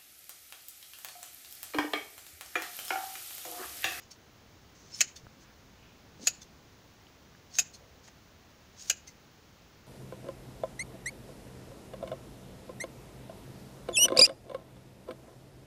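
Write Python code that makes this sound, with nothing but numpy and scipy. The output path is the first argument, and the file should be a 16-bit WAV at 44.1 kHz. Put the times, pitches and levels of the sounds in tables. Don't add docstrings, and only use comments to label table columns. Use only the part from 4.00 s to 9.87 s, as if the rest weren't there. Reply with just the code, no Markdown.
import sys
import numpy as np
from scipy import signal
from scipy.fft import rfft, irfft
from scipy.io import wavfile

SR = 44100
rng = np.random.default_rng(int(sys.argv[2]) if len(sys.argv) > 2 else 0)


def put_to_file(sound):
    columns = np.atleast_2d(sound).T
    safe = np.clip(columns, -1, 1)
    whole_steps = np.round(safe * 32767)
    wavfile.write(sys.argv[1], SR, whole_steps.astype(np.int16))


def natural_amplitude(level_db):
    exponent = np.asarray(level_db, float) / 20
    return 10 ** exponent


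N = 258733
LEAD = 4096

# first_contact_s, strength_db, handle_clack_db, blade_knock_db, bright_edge_db
CUTS = [
    (-.045, -1.5, -8, -15, -4),
    (1.0052, -5, -5, 3, -2.5),
    (2.2704, 1, -4, -2.5, -1.5),
    (3.5882, 4, -6.5, -4, -1.5),
    (4.8983, -1.5, 0, -3, -0.5),
]
# start_s, rasp_db, loudest_tone_hz, second_tone_hz
OPENINGS = [
    (0.113, -49.5, 5470, 4540),
    (1.163, -47.5, 4490, 3570),
    (2.418, -49.5, 6320, 3550),
    (3.741, -48, 4330, 6390),
    (5.076, -48, 6240, 2100),
]


def slam():
    # time_s, blow_db
    contacts = [(-.045, -11.5), (1.002, -31), (1.0068, -8), (1.0096, -16), (1.0125, -5), (1.016, -17.5),
                (2.2705, -11), (2.2716, -13), (2.2760, -14.5), (2.2813, -17.5), (3.583, -37.5),
                (3.586, -11.5), (3.5906, -17.5), (3.5930, -16), (3.5968, -21.5), (3.6001, -22.5),
                (4.8978, -11), (4.9006, -14), (4.904, -19), (4.9068, -19), (4.9104, -25.5)]
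    # pitch_hz, level_db, time_to_fade_60_db_s
    blade_modes = [(540, -22, 0.023), (701.3, -21, 0.032), (1220, -29, 0.02), (1650, -16, 0.042),
                   (2207, -20.5, .015), (2410, -15, 0.019), (2575, -9, 0.031), (2894, -10, .013),
                   (3540, -35.5, 0.028), (4300, -14.5, 0.028), (4550, -11.5, 0.03), (5090, -8, 0.035),
                   (5360, -19.5, 0.021), (5900, -17, 0.0149), (6450, -13.5, 0.0159), (6580, -19.5, .015),
                   (6750, 2, .015), (7180, -7, 0.013), (7240, -18.5, .015), (8414, -25.5, 0.014),
                   (9000, -19.5, 0.01222), (11300, -24.5, 0.013), (12200, -20, .015), (12900, -24, 0.0081),
                   (14500, -23, .01)]
    # pitch_hz, level_db (per Hz)
    crack = [(300, -63.5), (550, -31.5), (1100, -37), (1600, -23.5), (2750, -5.5), (3700, -20), (4600, -15),
             (6000, -13), (6800, 1), (8000, -46.5), (10400, -27.5), (14800, -24.5), (16500, -47)]
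    # low_hz, high_hz
    parts = [
        (430, 1800),
        (1800, 4000),
        (4000, 8000),
        (8000, 16700),
    ]
    part_levels = [1, 4, -1.5, -0.5]
    # change of clack, knock and edge (dB per s)
    bounce_tint = (-250, -500, 248.5)
    spread_db, chatter_s, crack_db = 4.5, 0.0013, 24

    cuts = np.array(CUTS)
    s, blow_db = np.transpose(contacts)
    cut = cuts[np.abs(s[:, None] - cuts[:, 0]).argmin(axis=1)]
    blow_db = blow_db + cut[:, 1]
    since_first_s = np.maximum(s - cut[:, 0], 0)
    clack_db, knock_db, edge_db = (cut[:, 2:] + np.outer(since_first_s, bounce_tint)).T
    spots = (s * SR).round().astype(int)[:, None] + LEAD + np.arange(256)
    chance = rng.standard_normal((len(s), len(blade_modes)))
    age = np.arange(256) / (chatter_s * SR)
    chatter = rng.standard_normal((len(s), 256)) * np.sqrt(age) * np.exp(-age)
    chatter_energy = np.mean(np.sum(chatter ** 2, 1))

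    def force(touch, db):
        train = np.zeros(N + LEAD)
        np.add.at(train, spots, touch * natural_amplitude(db)[:, None])
        return train

    out = 0
    for (low_hz, high_hz), part_db, tint_db in zip(parts, part_levels, (clack_db, knock_db, 0, edge_db)):
        part_blow_db = blow_db + tint_db + part_db
        heard = np.array([colour(row, crack) for row in band(chatter, low_hz, high_hz)])
        energy = np.sum(heard ** 2, 1, keepdims=True)
        touch = chatter / np.sqrt(energy) * np.sqrt(np.mean(energy) / chatter_energy)
        out = out + natural_amplitude(crack_db) * band(colour(force(touch, part_blow_db), crack), low_hz, high_hz)
        for k, (hz, level_db, t60) in enumerate(blade_modes):
            if low_hz <= hz < high_hz:
                mode_db = part_blow_db + level_db - 2 + spread_db * chance[:, k]
                mode = ring(force(touch, mode_db), hz, min(t60, 34 / hz + 0.008))
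                out = out + band(mode, hz / 2.2, min(hz * 1.15, 17000))
    return out


def rasp():
    # pitch_hz, level_db (per Hz)
    crunch = [(880, -38.5), (1500, -12.5), (1810, -13), (3740, -7.5), (4080, -4.5), (6500, 1),
              (8500, -18.5), (11000, -39), (18700, -120)]
    # pitch_hz, level_db (per Hz)
    sheen_colour = [(7000, -24.5), (8300, -0.5), (10000, -4), (13000, -11.5), (14800, -3.5), (15700, -6),
                    (16000, -34.5)]
    crunch_db, grit_db = -2.0, 2.5
    t, level, sheen = np.arange(N) / SR, np.zeros(N), np.zeros(N)
    for s, level_db, sheen_db in strokes():
        moving = (t >= s[0]) & (t < s[-1])
        level[moving] += natural_amplitude(np.interp(t[moving], s, level_db))
        sheen[moving] += natural_amplitude(np.interp(t[moving], s, level_db + sheen_db))
    grit = rng.standard_normal((2, N)) * natural_amplitude(grit_db * drift(500.0))
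    crunching = natural_amplitude(crunch_db) * level * rms_one(colour(grit[0], crunch))
    return crunching + sheen * rms_one(colour(grit[1], sheen_colour))


def strokes():
    # edges_bite_s, rasp_db, hair_gives_s, rasp_db
    closings = [
        (0.952, -45, .972, -50),
        (2.231, -47, 2.254, -49),
        (3.555, -44.5, 3.574, -49),
        (4.797, -48, 4.868, -51.5),
    ]
    closing_sheen = (-28.5, -20.5, -14.5, -12.5, -19)
    # start_s, hold_s, rasp_db, sheen_db (against the rasp)
    idle_rubs = [
        (0.753, 0.17, -62.5, -31),
        (1.398, 0.039, -61.5, -20),
        (4.038, 0.026, -59.5, -19),
        (4.078, .008, -58, -18.5),
    ]
    silent_db, meet_db = -75, -42
    bite_rise, open_rise, open_fall = 477, 2000, 560
    open_hold_s, open_sheen_db = 0.0037, -16

    for (bite_s, bite_db, give_s, give_db), (meet_s, *_) in zip(closings, CUTS[1:]):
        start_s = bite_s - (bite_db - silent_db) / bite_rise
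        held_s = bite_s + 0.7 * (give_s - bite_s)
        levels = np.array([silent_db, bite_db, bite_db - 2.0, give_db, meet_db])
        yield (start_s, bite_s, held_s, give_s, meet_s), levels, np.array(closing_sheen)
    opening_rubs = [(s, open_hold_s, level_db, open_sheen_db) for s, level_db, *_ in OPENINGS]
    for s, hold_s, level_db, sheen_db in [*opening_rubs, *idle_rubs]:
        span_db = level_db - silent_db
        end_s = s + hold_s
        corners = (s - span_db / open_rise, s, end_s, end_s + span_db / open_fall)
        yield corners, np.array([silent_db, level_db, level_db, silent_db]), sheen_db


def squeaks():
    # start_s, length_s, pitch_hz, level_db
    closing_tones = [(0.921, 0.035, 5360, -51), (0.936, 0.039, 5320, -44.5), (.93, 0.062, 4450, -69.5),
                     (0.938, .03, 6800, -54.5), (0.967, 0.023, 9250, -64), (2.206, 0.02, 4160, -65),
                     (2.225, 0.032, 6160, -54.5), (2.258, .014, 6797, -42), (3.507, 0.038, 4420, -60),
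                     (3.534, 0.065, 6450, -47), (3.539, 0.026, 5530, -48.5), (3.569, 0.026, 3740, -58),
                     (4.788, 0.055, 6720, -49.5), (4.79, 0.043, 4560, -56), (4.794, 0.034, 8400, -62)]
    lead_s, length_s, width_hz = 0.0069, 0.031, 120
    opening_tones = []
    for s, level_db, loudest_hz, second_hz in OPENINGS:
        opening_tones.append((s - lead_s, length_s, loudest_hz, level_db - 7))
        opening_tones.append((s - lead_s, length_s, second_hz, level_db - 9))
    tones = [*closing_tones, *opening_tones]
    return rubbed_tones([(s, long_s, hz, width_hz, level_db) for s, long_s, hz, level_db in tones])


def shuffles():
    # start_s, length_s, pitch_hz, width_hz, level_db
    rubs = [
        (.745, .17, 6000, 400, -67),
        (1.24, 0.024, 140, 140, -57.5),
        (1.4, .15, 1500, 900, -67),
        (1.75, .25, 2690, 710, -68),
        (2.19, 0.071, 230, 122, -51),
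        (2.2, 0.053, 421, 200, -56.5),
        (3.64, 0.45, 540, 148, -66.5),
        (4.06, 0.04, 1500, 2000, -58.5),
        (4.066, .035, 6600, 500, -67),
    ]
    return rubbed_tones(rubs)


def bumps():
    # time_s, peak_db, pitch_hz, time_to_fade_60_db_s
    knocks = [
        (1.236, -44, 112, 0.048),
        (1.269, -41, 120, 0.044),
        (1.2677, -44, 700, 0.0055),
        (1.268, -40, 1480, 0.0054),
        (2.156, -46, 300, 0.0094),
        (2.196, -42, 503, 0.016),
        (3.069, -46.5, 3080, 0.0092),
        (3.35, -46, 1680, 0.014),
    ]
    out = np.zeros(N)
    for s, peak_db, hz, t60 in knocks:
        click = np.zeros(N)
        click[round(s * SR)] = natural_amplitude(peak_db)
        out += ring(click, hz, t60)
    return out


def yard(x):
    # delay_s, level_db, smear_s, dull_above_hz
    walls = [
        (0.0016, -8, 0.0082, 17000),
        (0.026, -25.5, .004, 12000),
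        (0.015, -29, 0.032, 6900),
        (.058, -34, 0.027, 6200),
    ]
    t, response = np.arange(SR // 4) / SR, 0
    scatter = rng.standard_normal(len(t))
    for delay_s, level_db, smear_s, dull_hz in walls:
        after = np.maximum(t - delay_s, 0) / smear_s
        swarm = natural_amplitude(level_db - 22.0) * scatter * (1 - np.exp(-4.0 * after)) * np.exp(-after)
        response = response + signal.sosfilt(signal.butter(2, dull_hz, fs=SR, output="sos"), swarm)
    return signal.fftconvolve(x, response)[:len(x)]


def hush():
    # pitch_hz, level_db (per Hz)
    hush_colour = [(20, -15), (30, -19.5), (46, -4.5), (70, -1.5), (180, -5.5), (330, -9.5), (600, -13),
                   (3100, -20.5), (6600, -23), (8100, -36.5), (13700, -38), (15000, -25.5), (15700, -28.5),
                   (15950, -71)]
    # time_s, level_db
    swell = [(0.0, -64.5), (0.59, -62.5), (2.29, -60.5), (3.04, -62), (4.69, -62.5), (5.11, -63),
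             (5.62, -63), (5.87, -61.5)]
    borders = (300, 1200, 7500)
    shares = (0.98, .3, 0.11)
    tones = rfft(rms_one(colour(rng.standard_normal(N + LEAD), hush_colour)[LEAD:]))
    layer = np.searchsorted(borders, np.fft.rfftfreq(N, 1 / SR))
    s, swell_db = np.transpose(swell)
    air_db = np.interp(np.arange(N) / SR, s, swell_db - np.median(swell_db))
    out = irfft(tones * (layer == 3), N)
    for k, share in enumerate(shares):
        out += natural_amplitude(share * air_db) * irfft(tones * (layer == k), N)
    return natural_amplitude(-58) * out


def rubbed_tones(rows):
    out, rough = np.zeros(N), drift(250.0)
    for s, length_s, hz, width_hz, level_db in rows:
        at, size = round(s * SR), round(length_s * SR)
        grit = rng.standard_normal(size + 2048)
        tone = rms_one(band(grit, max(hz - width_hz / 2, 20), hz + width_hz / 2)[2048:])
        tone = tone * natural_amplitude(4.0 * rough[at:at + size])
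        out[at:at + size] += natural_amplitude(level_db) * tone * np.sqrt(np.hanning(size))
    return out


def ring(clicks, hz, t60):
    r, w = natural_amplitude(-60 / (t60 * SR)), 2 * np.pi * hz / SR
    return signal.lfilter([0, np.sin(w)], [1, -2 * r * np.cos(w), r * r], clicks + 1e-18)


def colour(x, spectrum):
    hz, db = np.transpose(spectrum)
    grid = np.fft.rfftfreq(8192, 1 / SR) + 1
    cepstrum = irfft(np.log(natural_amplitude(np.interp(np.log(grid), np.log(hz), db))))
    cepstrum[1:4096] *= 2
    response = irfft(np.exp(rfft(cepstrum[:4097], 8192)))
    return signal.fftconvolve(x, response)[:len(x)]


def band(x, low_hz, high_hz):
    return signal.sosfilt(signal.butter(2, [low_hz, high_hz], "band", fs=SR, output="sos"), x)


def drift(rate_hz):
    knots = rng.standard_normal(int(N / SR * rate_hz) + 2)
    return np.interp(np.arange(N) / SR * rate_hz, np.arange(len(knots)), knots)


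def rms_one(x):
    return x / np.sqrt(np.mean(x ** 2) + 1e-20)


def scene():
    thin_blades = signal.butter(6, [450, 15900], "band", fs=SR, output="sos")
    shut = signal.sosfilt(thin_blades, slam())
    shut = signal.lfilter(*signal.iirnotch(920, 1.8, SR), shut)
    shears = (shut + yard(shut))[LEAD:] + rasp() + squeaks()
    return (shears + shuffles() + bumps() + hush())[None]


def band_limit(x):
    return signal.sosfilt(signal.butter(12, 16790, fs=SR, output="sos"), x)


def record(dry):
    mix = signal.sosfilt(signal.cheby2(10, 50, 17000, fs=SR, output="sos"), dry)
    return band_limit(mix)


dry = scene()
out = record(dry)
put_to_file(out)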